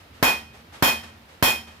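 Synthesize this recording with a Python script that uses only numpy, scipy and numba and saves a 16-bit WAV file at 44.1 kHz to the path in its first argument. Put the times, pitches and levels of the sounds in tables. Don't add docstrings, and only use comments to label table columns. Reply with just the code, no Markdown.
import sys
import numpy as np
from scipy import signal
from scipy.io import wavfile
from numba import njit

SR = 44100
rng = np.random.default_rng(int(sys.argv[2]) if len(sys.argv) > 2 else 0)


def elevation(decibels):
    levels = np.asarray(decibels, float)
    return 10 ** (levels / 20)


def master_out(mix):
    frames = np.transpose(np.atleast_2d(mix))
    ceiling = np.clip(frames, -1, 1)
    pcm = np.round(ceiling * 32767).astype(np.int16)
    wavfile.write(sys.argv[1], SR, pcm)


N = 79380

# time in seconds, strength in dB, strength of thump and boom in dB,
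# extra treble of clang and tail in dB, extra strength of the upper anvil modes in dB.
BLOWS = [(0.2267, -5.5, -5, 1.5, -1.5), (0.8243, -6, -2, 4, 2.5), (1.4254, -7, -2.5, 6.5, 3.5)]
# frequency in Hz, correlation from -1 to 1.
BACKGROUND_ALIKE = [(60, 0.99), (300, 0.92), (640, 0.23), (1400, -0.021), (15000, 0.14)]


def rms_one(x):
    return x / np.sqrt(np.mean(x ** 2) + 1e-20)


def at_hz(points, hz):
    table_hz, values = np.array(points).T
    return np.interp(np.log(hz), np.log(table_hz), values)


def drift(rate):
    hop, run_in = 40, 2000
    pole = np.exp(-2 * np.pi * rate * hop / SR)
    white = rng.standard_normal(N // hop + run_in + 2)
    slow = signal.lfilter([1], [1, -2 * pole, pole * pole], white)[run_in:]
    return np.interp(np.arange(N) / hop, np.arange(len(slow)), rms_one(slow))


def ring(clicks, hz, t60):
    radius, angle = elevation(-60 / (t60 * SR)), 2 * np.pi * hz / SR
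    feedback = [1, -2 * radius * np.cos(angle), radius * radius]
    return signal.lfilter([0, np.sin(angle)], feedback, clicks + 1e-18)


def twins(clicks, pair, t60, twin):
    return ring(clicks, pair[0], t60) - twin * ring(clicks, pair[1], t60)


def clicks_at_blows(db):
    clicks = np.zeros(N)
    clicks[(np.array(BLOWS)[:, 0] * SR).astype(int)] = elevation(db)
    return clicks


def swell(start, rise, t60):
    t = np.maximum(np.arange(N) / SR - start, 0)
    return (1 - np.exp(-t / rise)) * elevation(-60 * t / t60)


def bands(spectrum, likeness):
    edges = 30 * 2 ** np.arange(0, 9.2, .25)
    run_in = SR // 5
    white = rng.standard_normal((2, 2, N + run_in))
    centres = np.sqrt(edges[1:] * edges[:-1])
    gains = elevation(at_hz(spectrum, centres))
    gains = gains / np.sqrt(np.sum(gains ** 2 * np.diff(edges)) * 2 / SR)
    for k, centre in enumerate(centres):
        band_pass = signal.butter(2, edges[k:k + 2], "band", fs=SR, output="sos")
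        mid, side = signal.sosfilt(band_pass, white[k % 2])[:, run_in:]
        alike = at_hz(likeness, centre)
        stereo = np.sqrt(1 + alike) * mid + np.sqrt(1 - alike) * side * [[1], [-1]]
        yield centre, gains[k] * stereo


def forge():
    # frequency in Hz, relative level in dB per Hz.
    forge_spectrum = [(40, -7), (60, 0), (85, 4), (125, -6.5), (160, -5), (230, -4.5), (330, -11),
                      (900, -11.5), (2500, -15), (4400, -21), (7700, -32.5), (15200, -30.5), (16500, -49)]
    lumps = drift(2.0)
    murmur = np.zeros((2, N))
    for hz, noise in bands(forge_spectrum, BACKGROUND_ALIKE):
        wavering_db = 0.99 * lumps * min(1, 150 / hz) + 0.53 * drift(7.7)
        murmur += noise * elevation(wavering_db)
    return elevation(-53) * murmur


def rustle():
    # frequency in Hz, relative level in dB per Hz.
    rustle_spectrum = [(150, -14), (300, -4), (700, -1.5), (1400, -3), (3000, -7), (6000, -15),
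                       (11700, -23), (16000, -42)]
    # start in seconds, gain in dB, rise time constant in seconds, T60 in seconds.
    swishes = [(0, -52.5, 0.0029, 0.26), (.13, -47, 0.035, 0.48), (.53, -47.5, 0.012, 0.41),
               (0.721, -44, 0.011, 0.64), (1.028, -44, 0.008, 0.46), (1.28, -50, 0.022, 0.52),
               (1.669, -46.5, 0.01, 0.52)]
    shape = sum(elevation(db) * swell(s, rise, t60) for s, db, rise, t60 in swishes)
    flutter = elevation(1.2 * drift(30.0))
    return shape * flutter * sum(noise for _, noise in bands(rustle_spectrum, BACKGROUND_ALIKE))


def crack():
    # delay in seconds, level in dB relative to the crack.
    early_echoes = [(.0041, -10), (.0094, -8.5), (0.0102, -8.5), (0.0127, -13.5)]
    strength_db = np.array(BLOWS)[:, 1]
    pulse = ring(clicks_at_blows(strength_db + 12), hz=750, t60=.002)
    echoes = sum(elevation(echo_db) * np.roll(pulse, int(s * SR)) for s, echo_db in early_echoes)
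    return echoes - pulse


def thump():
    # frequency in Hz, level in dB, T60 in seconds.
    stand_modes = [(91, -7.5, 0.045), (160.5, -3.5, 0.032), (236.5, -27, 0.18)]
    thump_db = np.array(BLOWS)[:, 2]
    push = sum(ring(clicks_at_blows(thump_db + level_db), hz, t60) for hz, level_db, t60 in stand_modes)
    left_lag_s = .0012
    return np.array([np.roll(push, int(left_lag_s * SR)), push])


def boom():
    # frequency in Hz, frequency of the twin in Hz.
    boom_pairs = [(75, 85), (226, 240)]
    # level in dB, T60 in seconds, share of the twin from 0 to 1.
    boom_ringing = [(-39, 1.18, 0.77), (-35.5, 0.92, 0.64)]
    thump_db = np.array(BLOWS)[:, 2]
    return sum(twins(clicks_at_blows(thump_db + level_db), pair, t60, twin)
               for pair, (level_db, t60, twin) in zip(boom_pairs, boom_ringing))


def anvil():
    # frequency in Hz, frequency of the twin in Hz.
    anvil_pairs = [(753, 745), (878, 884), (940, 946), (1083, 1077), (1483, 1489), (1884, 1892),
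                   (2492, 2487), (3161, 3152), (3439, 3433), (4240, 4246), (5310, 5317)]
    # mean level in dB, T60 in seconds, share of the twin from 0 to 1.
    anvil_ringing = [(-18, 0.34, 0), (-18, 0.31, .6), (-22, 0.22, 0.21), (-8, 0.15, 0.17), (-20.5, 0.26, 1),
                     (-35.5, 0.73, 0.17), (-6, 0.36, 0.77), (-15, 0.39, 0.44), (-31, 0.1, 0.19),
                     (-23.5, 0.31, 0.32), (-23, 0.41, 0.26)]
    _, strength_db, _, _, upper_db = np.transpose(BLOWS)
    out = np.zeros((2, N))
    for pair, (level_db, t60, twin) in zip(anvil_pairs, anvil_ringing):
        for ear in range(2):
            click_db = strength_db + level_db + upper_db * (pair[0] > 3000)
            click_db = click_db + rng.normal(0, 1.2, len(strength_db))
            out[ear] += np.roll(twins(clicks_at_blows(click_db), pair, t60, twin), ear * 2)
    return out


def clang():
    # centre frequency in Hz, width in Hz.
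    clusters = [(2500, 150), (3350, 250), (4150, 250), (5400, 350), (7000, 200), (10000, 300), (12400, 400),
                (14300, 400)]
    cluster_levels = [-13, -13.5, -24.5, -18, -17.5, -20, -17, -14.5]
    white = rng.standard_normal((2, N))
    clusters_sound = np.zeros((2, N))
    for (hz, bandwidth), level_db in zip(clusters, cluster_levels):
        radius = np.exp(-np.pi * bandwidth / SR)
        feedback = [1, -2 * radius * np.cos(2 * np.pi * hz / SR), radius * radius]
        clusters_sound += elevation(level_db) * rms_one(signal.lfilter([1, 0, -1], feedback, white))
    shape = sum(elevation(db + treble_db) * swell(s, rise=0.012, t60=0.25) for s, db, _, treble_db, _ in BLOWS)
    return clusters_sound * shape


def shed_tail():
    # frequency in Hz, relative level in dB per Hz.
    tail_spectrum = [(40, 11), (80, -13.5), (200, -7.5), (400, -8), (650, -6), (870, -1.5), (1300, -7),
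                     (2000, -7.5), (3200, -16.5), (5300, -18), (7000, -26), (8200, -25.5), (10000, -21.5),
                     (14200, -21), (16000, -30)]
    # frequency in Hz, T60 in seconds.
    tail_decay = [(60, 0.11), (150, 0.25), (300, 0.3), (1000, 0.29), (3000, 0.35), (8000, 0.34),
                  (15000, 0.23)]
    # frequency in Hz, correlation from -1 to 1.
    tail_likeness = [(60, 0.94), (300, 0.73), (700, 0.24), (1400, -0.15), (4000, 0.04), (15000, -0.15)]
    same_share = .8
    out = np.zeros((2, N))
    for hz, noise in bands(tail_spectrum, tail_likeness):
        bright = np.clip(np.log2(hz / 2000) / 3, 0, 1)
        for k, (s, db, _, treble_db, _) in enumerate(BLOWS):
            start = int(s * SR)
            same = noise[:, :N - start]
            fresh = np.roll(noise, -(k + 1) * N // 4, axis=1)[:, :N - start]
            answer = np.sqrt(same_share) * same + np.sqrt(1 - same_share) * fresh
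            envelope = swell(s, 0.001, at_hz(tail_decay, hz))[start:]
            out[:, start:] += elevation(-4 + db + bright * treble_db) * envelope * answer
    early_s, early_db = 0.0012, -35.5
    return out + elevation(early_db) * np.roll(out, -int(early_s * SR), axis=1)


def scene():
    blows = crack() + thump() + boom() + anvil() + clang() + shed_tail()
    left_db = -0.58
    return (forge() + rustle() + blows) * elevation([[left_db], [-left_db]])


@njit
def follow(power, attack, release):
    out, state = np.empty_like(power), 0.
    for i in range(len(power)):
        rate = attack if power[i] > state else release
        state += rate * (power[i] - state)
        out[i] = state
    return out


def band_limit(x):
    return signal.sosfilt(signal.butter(12, 16620, fs=SR, output="sos"), x)


def record(dry):
    low_cut = signal.butter(3, 60, "high", fs=SR, output="sos")
    dry = signal.sosfilt(low_cut, dry)
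    attack_s, release_s = .002, 0.005
    power = follow(np.mean(dry ** 2, axis=0), 1 / (attack_s * SR), 1 / (release_s * SR))
    limit_db, slope = -15.5, 0.77
    over_db = np.maximum(10 * np.log10(power + 1e-12) - limit_db, 0)
    limited = dry * elevation(-slope * over_db)
    peak_top = 1.3
    rounded = peak_top * np.tanh(limited / peak_top)
    top_cut = signal.cheby2(12, 70, 16700, fs=SR, output="sos")
    return band_limit(signal.sosfilt(top_cut, rounded))


dry = scene()
out = record(dry)
master_out(out)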